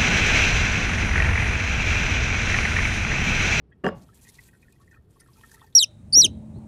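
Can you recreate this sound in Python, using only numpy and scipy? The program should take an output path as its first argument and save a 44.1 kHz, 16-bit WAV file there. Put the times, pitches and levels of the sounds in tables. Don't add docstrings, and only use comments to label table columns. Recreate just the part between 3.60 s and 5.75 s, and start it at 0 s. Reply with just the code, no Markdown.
import sys
import numpy as np
from scipy import signal
from scipy.io import wavfile

SR = 44100
rng = np.random.default_rng(int(sys.argv[2]) if len(sys.argv) > 2 else 0)


def digitize_waveform(pressure):
    field = np.atleast_2d(pressure).T
    bounded = np.clip(field, -1, 1)
    quanta = np.round(bounded * 32767).astype(np.int16)
    wavfile.write(sys.argv[1], SR, quanta)


def volts_from_db(level):
    exponent = np.asarray(level, float) / 20
    return 10 ** exponent


N = 94815

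# (time [s], peak level [dB], pitch [Hz], length [s])
DROP_BUBBLES = [(0.114, -58.5, 1664, 0.013), (.122, -53.5, 1896, 0.011), (.123, -72, 3250, 0.014),
                (0.649, -54, 1900, 0.0095), (0.665, -51.5, 1887, 0.019), (.785, -42, 1964, 0.012),
                (0.887, -58, 1875, 0.012), (0.929, -57.5, 1867, 0.026), (1.024, -55, 2483, 0.016),
                (1.026, -60.5, 1876, 0.018), (1.08, -57, 1852, 0.019), (1.125, -69.5, 2490, 0.03),
                (1.155, -68, 1933, .012), (1.23, -66, 1815, 0.014), (1.274, -59.5, 1865, 0.017),
                (1.312, -49.5, 1806, 0.016), (1.338, -56, 2447, 0.017), (1.341, -42.5, 1780, 0.0042),
                (1.365, -61, 1818, 0.023), (1.596, -60.5, 2026, 0.019), (1.611, -60, 1820, 0.032),
                (1.676, -51.5, 1950, 0.0037), (1.81, -46, 3020, 0.0026), (1.834, -44, 1840, 0.015),
                (1.893, -60, 1700, 0.0073), (1.915, -47.5, 1770, 0.0075), (1.943, -43.5, 1866, 0.0083),
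                (1.992, -60, 1940, 0.013), (2.009, -54, 3520, 0.0082), (2.065, -67, 1794, 0.026),
                (0.317, -42.5, 554, 0.04), (0.49, -48.5, 1320, 0.012), (0.933, -59.5, 1530, .03),
                (1.05, -70, 1450, 0.036), (1.197, -58.5, 1122, 0.034), (1.21, -62.5, 1320, 0.013),
                (1.327, -58.5, 1490, 0.022), (1.361, -52.5, 1280, 0.011), (1.56, -55, 1097, 0.011),
                (1.605, -62, 1380, 0.024), (1.659, -58, 1356, 0.013), (1.686, -52, 1100, 0.015),
                (1.759, -58.5, 1320, 0.024), (1.781, -58.5, 900, 0.016), (1.836, -46, 1320, 0.014),
                (1.937, -57.5, 894, 0.02), (1.966, -60.5, 1320, 0.031), (2.015, -35, 1046, 0.0038),
                (2.025, -47.5, 1320, 0.0066), (2.036, -52.5, 894, 0.015),
                (0.525, -66, 1720, .012), (0.571, -70, 1720, 0.0091), (0.583, -70, 1670, 0.013),
                   (0.647, -61.5, 2490, 0.022), (0.688, -54.5, 2080, .012), (.785, -55, 2536, 0.0099),
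                   (0.786, -63, 1130, 0.0072), (0.883, -65, 2490, 0.016), (0.888, -61, 1570, 0.0089),
                   (0.937, -77, 2490, 0.012), (1.661, -60.5, 1690, 0.0087), (1.715, -62, 945, 0.0071),
                   (1.772, -63.5, 2476, 0.022), (1.811, -53.5, 980, 0.0057), (1.852, -61, 1870, 0.0067),
                   (1.915, -60, 1430, 0.014), (1.973, -58, 1730, .014), (2.035, -60, 1740, 0.0082)]
# (frequency [Hz], level [dB], t60 [s])
JAR_AIR_MODES = [(894, -8.5, 0.024), (1100, -20, 0.11), (1320, -21, 0.24), (1574, -12, 0.074),
                 (1840, -11, 0.12), (1880, -16, 0.073), (2560, -16, 0.088), (3250, -9.5, 0.011)]
# (time [s], peak level [dB], contact cut-off [Hz], share into the glass [dB], weight on low modes [dB])
JAR_TOUCHES = [(.2385, -22, 890, -6, 6), (0.2420, -22, 2030, 2.5, 3.5), (0.2445, -29, 1520, 11, 0.5),
               (.254, -19, 2080, -5, -3), (0.265, -12, 3000, -12, -4.5), (0.271, -27.5, 990, 8.5, 1.5),
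               (.2790, -27.5, 1000, 8, 0), (0.2876, -20, 1990, -9, 0), (.299, -39, 1197, 4, 3),
               (0.307, -54, 900, 13, 3.5), (0.317, -40.5, 774, 6, -11)]
# (frequency [Hz], level [dB], t60 [s])
GLASS_MODES = [(1130, -6.5, 0.2), (2825, -12, 0.2), (2890, -19, .1), (4990, -24, 0.25), (5060, -33, .12),
               (6002, -40, 0.089), (7375, -35, 0.2), (9880, -39, 0.2), (10020, -45, .1), (12300, -46, .15)]
# (frequency [Hz], level [dB], t60 [s])
COUNTER_MODES = [(152.1, -16.5, 0.31), (197.1, -8, 0.22), (255.7, -12, 0.16), (391.1, -7, 0.16),
                 (441.4, -10, 0.17), (526.6, -10.5, 0.08), (590.7, -9.5, 0.09), (737.7, -8, 0.057),
                 (933, -14.5, 0.058), (1407, -7.5, 0.018), (1588, -8, 0.031), (1770, -4, 0.017),
                 (3218, -18, 0.029)]
# (frequency [Hz], density [dB per Hz])
ECHO_SPECTRUM = [(35, -8.5), (60, 2.5), (173, 7), (472, -9), (550, -7), (749, -4.5), (1040, -10),
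                 (2200, -21), (7800, -54.5), (13200, -120)]
# (time [s], level [dB])
CLOTH_STRAIN = [(0, -100), (.34, -87), (.355, -68), (.53, -73.5), (.545, -64.5), (.88, -62.5), (.9, -73),
                (1.36, -75), (1.39, -84.5), (1.49, -84), (1.51, -73.5), (1.72, -71.5), (1.76, -64.5),
                (1.9, -63), (2.07, -68), (2.09, -74), (2.15, -77.5)]
# (time [s], length [s], level [dB], centre [Hz])
CLOTH_RUBS = [(0.37, 0.017, -77, 4000), (0.412, 0.027, -62, 4530), (0.544, 0.014, -67.5, 10700),
              (0.611, 0.039, -59.5, 8330), (0.679, 0.02, -53, 6000), (0.735, 0.023, -61.5, 5100),
              (0.821, 0.074, -71.5, 9050), (1.014, 0.022, -71, 6240), (1.1228, 0.00073, -53, 7900),
              (1.211, 0.024, -73.5, 5170), (1.31, 0.011, -66.5, 4980), (1.503, 0.0045, -73, 6450),
              (1.595, 0.014, -64.5, 7300), (1.728, 0.046, -83, 4860), (1.81, 0.0069, -69, 3500),
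              (1.913, 0.042, -59.5, 8500), (1.94, 0.0083, -60.5, 8800), (2.007, 0.0077, -71, 3930),
              (2.126, 0.028, -70.5, 3600)]
# (frequency [Hz], density [dB per Hz])
RUSTLE_SPECTRUM = [(880, 2), (1500, -14), (1750, -4), (2780, -0.5), (3410, -9.5), (4230, 3), (4850, -3.5),
                   (9910, -0.5), (15600, -5)]
# (time [s], level [dB], pitch [Hz], t60 [s])
FIBRE_TICKS = [(0.1006, -75.5, 8900, 0.032), (.378, -59, 6660, 0.04), (0.484, -56.5, 3250, 0.023),
               (.5437, -51.5, 8540, .02), (1.2723, -64, 7000, .025), (1.345, -66, 7850, .02),
               (1.6018, -48, 9250, 0.042), (1.599, -58, 5250, 0.069), (1.602, -56, 5950, 0.049),
               (1.6457, -57, 11200, .015), (1.6734, -57.5, 8140, 0.018), (1.7324, -51, 5060, 0.032),
               (1.8612, -52, 11400, .015), (2.126, -58, 3630, 0.035), (1.31, -61.5, 6100, .02),
               (1.9121, -52, 7000, 0.013), (2.0694, -57.5, 4730, 0.027)]
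# (frequency [Hz], density [dB per Hz])
HUM_SPECTRUM = [(20, -16), (64, -1.5), (120, -3), (310, -15.5), (395, -14), (500, -24), (1500, -38),
                (6000, -56.5)]

BUBBLE_ATTACK_S, BUBBLE_FADE_DB, BUBBLE_RISE, WOBBLE_DB = 0.0022, 8, 0.015, 3.5
TWIN_DB, TWIN_SPREAD = -8.5, 0.0628
SPLASH_DB = -33
TRICKLE_DB, TRICKLE_FROM_S, TRICKLE_FLICKER_DB = -69, 0.32, 2.5
STILLED_S, STILLING_S, STILLED_DB, GLASS_STILLED_DB = 0.292, 0.01, -10.5, -20.5
KNOCK_DB, CONTACT_S, CRACK_DB, CRACK_T60_S = 0, 0.002, -12, 0.008
LOW_MODES_HZ, THUD_CUT_HZ = 480, 80
TOUCH_DAMPS_DB, DAMPING_S = -6, 0.002
GLASS_FLUTTER_DB, GLASS_SWELL_S, LATE_GLASS_CUT_HZ = 3, 0.0012, 3200
GRIT_DB, GRIT_HZ, GRIT_TOP_HZ, GRIT_FLICKER_DB = -45.5, 3000, 7000, 3.5
ECHO_DB, ECHO_LOW_T60_S, ECHO_HIGH_T60_S = -35, 0.56, 0.28
RUB_OCTAVES, RUB_EDGE_S = 0.95, 0.0013
GRAIN_DB, PATCH_DB = 2.2, 1.8
TICK_WIDTH = 0.036
HUM_DB = -56.5
TOP_HZ = 16300

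TIME = np.arange(N) / SR


def rms_one(x):
    return x / np.sqrt(np.mean(x ** 2) + 1e-20)


def drift(rate):
    r = np.exp(-2 * np.pi * rate / SR)
    return rms_one(signal.lfilter([1], [1, -2 * r, r * r], rng.standard_normal(N + SR))[SR:])


def ring(x, hz, t60):
    r = volts_from_db(-60 / (t60 * SR))
    w = 2 * np.pi * hz / SR
    return signal.lfilter([0, np.sin(w)], [1, -2 * r * np.cos(w), r * r], x + 1e-18)


def filtered(x, order, hz, kind="low"):
    return signal.lfilter(*signal.butter(order, hz, kind, fs=SR), x)


def banded(spectrum, shape):
    hz_points, db_points = np.transpose(spectrum)
    white = rng.standard_normal((2, N + SR))
    edges = 22 * 2 ** np.arange(0, 9.9, 1 / 3)
    out, power = 0, 0
    for k, (low, high) in enumerate(zip(edges, edges[1:])):
        hz = np.sqrt(low * high)
        gain = volts_from_db(np.interp(np.log(hz), np.log(hz_points), db_points, left=-90, right=-90))
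        bandpass = signal.butter(2, [low, high], "band", fs=SR, output="sos")
        band = gain * signal.sosfilt(bandpass, white[k % 2])[SR:]
        out = out + band * shape(hz)
        power = power + np.mean(band ** 2)
    return out / np.sqrt(power)


def drips():
    bubbles, splash, noise = np.zeros(N), np.zeros(N), rng.standard_normal(N)
    events = DROP_BUBBLES
    chance = rng.uniform(-1, 1, (len(events), 2))
    for (s, db, hz, length), (detune, turn) in zip(events, chance):
        i = int(s * SR)
        t = np.arange(int(1.5 * length * SR)) / SR
        attack = 1 - np.exp(-t / BUBBLE_ATTACK_S)
        shape = attack * volts_from_db(-BUBBLE_FADE_DB * t / length) * np.abs(1 - (t / t[-1]) ** 4)
        phase = 2 * np.pi * hz * t * (1 + BUBBLE_RISE * (t / length - 1) / 2)
        twin_ratio = 1 + TWIN_SPREAD * (np.sign(detune) + detune / 2)
        twin = volts_from_db(TWIN_DB) * np.sin(phase * twin_ratio + np.pi * turn)
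        bubbles[i:i + len(t)] += volts_from_db(db + 1.5) * shape * (np.sin(phase) + twin)
        splash[i:i + len(t)] += volts_from_db(db + SPLASH_DB) * np.exp(-t / 0.009) * noise[i:i + len(t)]
    bubbles = bubbles * volts_from_db(WOBBLE_DB * drift(119))

    flow_db = 0.8 * (np.interp(TIME, *np.transpose(CLOTH_STRAIN)) + 70)
    out = bubbles.copy()
    for k, (hz, db, t60) in enumerate(JAR_AIR_MODES):
        decay_per_sample = np.log(1000) / (t60 * SR)
        flow = (TIME > TRICKLE_FROM_S) * volts_from_db(TRICKLE_DB + flow_db + TRICKLE_FLICKER_DB * drift(25))
        trickle = flow * rng.standard_normal(N) * np.sqrt(decay_per_sample)
        drive = 4.1 * decay_per_sample * bubbles + splash + trickle
        out += (-1) ** k * volts_from_db(db) * ring(drive, hz, t60)
    return out


def jar_contacts(still, noise):
    out, span = np.zeros(N), SR // 2
    age = TIME[:span]
    chance = rng.standard_normal((len(JAR_TOUCHES), len(COUNTER_MODES + GLASS_MODES)))
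    flutter = volts_from_db(GLASS_FLUTTER_DB * drift(170))
    for (s, db, cut_hz, glass_db, weight_db), row in zip(JAR_TOUCHES, chance):
        i = int(s * SR)
        now = slice(i, i + span)
        scuff = 0.06 * noise[now] * np.exp(-age / CONTACT_S)
        scuff[0] += 1

        wood = volts_from_db(CRACK_DB - 60 * age / CRACK_T60_S) * noise[now]
        for k, ((hz, mode_db, t60), c) in enumerate(zip(COUNTER_MODES, row)):
            level = volts_from_db(mode_db + 2 * c + weight_db * (hz < LOW_MODES_HZ))
            wood = wood + level * (-1) ** k * ring(scuff, hz, t60)
        wood = filtered(wood, 2, cut_hz)
        if s <= STILLED_S + STILLING_S:
            wood = wood * volts_from_db(STILLED_DB * still[now])

        glass = sum(volts_from_db(d + c) * ring(scuff, hz, t60) for (hz, d, t60), c in zip(GLASS_MODES, row[::-1]))
        later_touches = [later for later, *_ in JAR_TOUCHES if later > s + 0.004]
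        checked = sum(np.clip((age + s - later) / DAMPING_S, 0, 1) for later in later_touches)
        swell = (1 - np.exp(-age / GLASS_SWELL_S)) ** 2
        glass = glass * volts_from_db(TOUCH_DAMPS_DB * checked) * flutter[now] * swell
        if s > STILLED_S:
            glass = filtered(glass, 2, LATE_GLASS_CUT_HZ)
        glass = glass * volts_from_db(glass_db - 8 + GLASS_STILLED_DB * still[now] * (s < STILLED_S))
        out[now] += volts_from_db(db + KNOCK_DB) * (wood + glass)
    return filtered(out, 2, THUD_CUT_HZ, "high")


def grit(age, still, noise):
    fade_db = -76 * age - 270 * np.maximum(TIME - STILLED_S, 0)
    level = volts_from_db(GRIT_DB + fade_db + GRIT_FLICKER_DB * drift(110))
    hiss = filtered(noise[::-1], 1, GRIT_HZ, "high")
    hiss = hiss * (1 - np.exp(-age / 0.0014)) * (1 - 1.1 * still) * level
    return filtered(hiss, 2, GRIT_TOP_HZ) / 2


def kitchen_echo(age):
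    swell = 1 - np.exp(-age / 0.005)

    def decay(hz):
        t60 = np.interp(np.log(hz), np.log([100, 2000]), [ECHO_LOW_T60_S, ECHO_HIGH_T60_S])
        return swell * volts_from_db(-60 * np.maximum(age - 0.06, 0) / t60)

    return volts_from_db(ECHO_DB) * banded(ECHO_SPECTRUM, decay)


def knock():
    still = np.clip((TIME - STILLED_S) / STILLING_S, 0, 1)
    age = np.maximum(TIME - JAR_TOUCHES[0][0], 0)
    noise = rng.standard_normal(N)
    return jar_contacts(still, noise) + grit(age, still, noise) + kitchen_echo(age)


def cloth():
    strain = volts_from_db(np.interp(TIME, *np.transpose(CLOTH_STRAIN)))
    grain_db = GRAIN_DB * drift(300)
    s, length, db, centre_hz = np.transpose(CLOTH_RUBS)[:, :, None]
    rise = (TIME - s) / RUB_EDGE_S
    fall = (s + length - TIME) / (5.6 * RUB_EDGE_S) + 1
    rubs = volts_from_db(db) * np.clip(np.minimum(rise, fall), 0, 1)

    def friction(hz):
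        nearness = np.exp(-(np.log2(hz / centre_hz[:, 0]) / RUB_OCTAVES) ** 2)
        return (strain + nearness @ rubs) * volts_from_db(grain_db + PATCH_DB * drift(27))

    return banded(RUSTLE_SPECTRUM, friction)


def ticks():
    out, noise = np.zeros(N + SR), rng.standard_normal(N + SR)
    age = np.arange(SR // 10) / SR
    for s, db, hz, t60 in FIBRE_TICKS:
        i = int(s * SR)
        fizz = rms_one(ring(noise[i:i + len(age)], hz, 2.2 / (TICK_WIDTH * hz)))
        out[i:i + len(age)] += volts_from_db(db - 60 * age / t60) * (1 - np.exp(-age / 0.0017)) * fizz
    return out[:N]


def room_tone():
    return volts_from_db(HUM_DB) * banded(HUM_SPECTRUM, lambda hz: volts_from_db(1.2 * drift(6)))


def scene():
    return (drips() + knock() + cloth() + ticks() + room_tone())[None]


def top_cut(x):
    return signal.sosfilt(signal.butter(12, 15700, fs=SR, output="sos"), x)


def record(dry):
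    lowpass = signal.cheby2(10, 40, TOP_HZ, fs=SR, output="sos")
    mix = signal.sosfilt(lowpass, dry)
    return top_cut(mix)


dry = scene()
out = record(dry)
digitize_waveform(out)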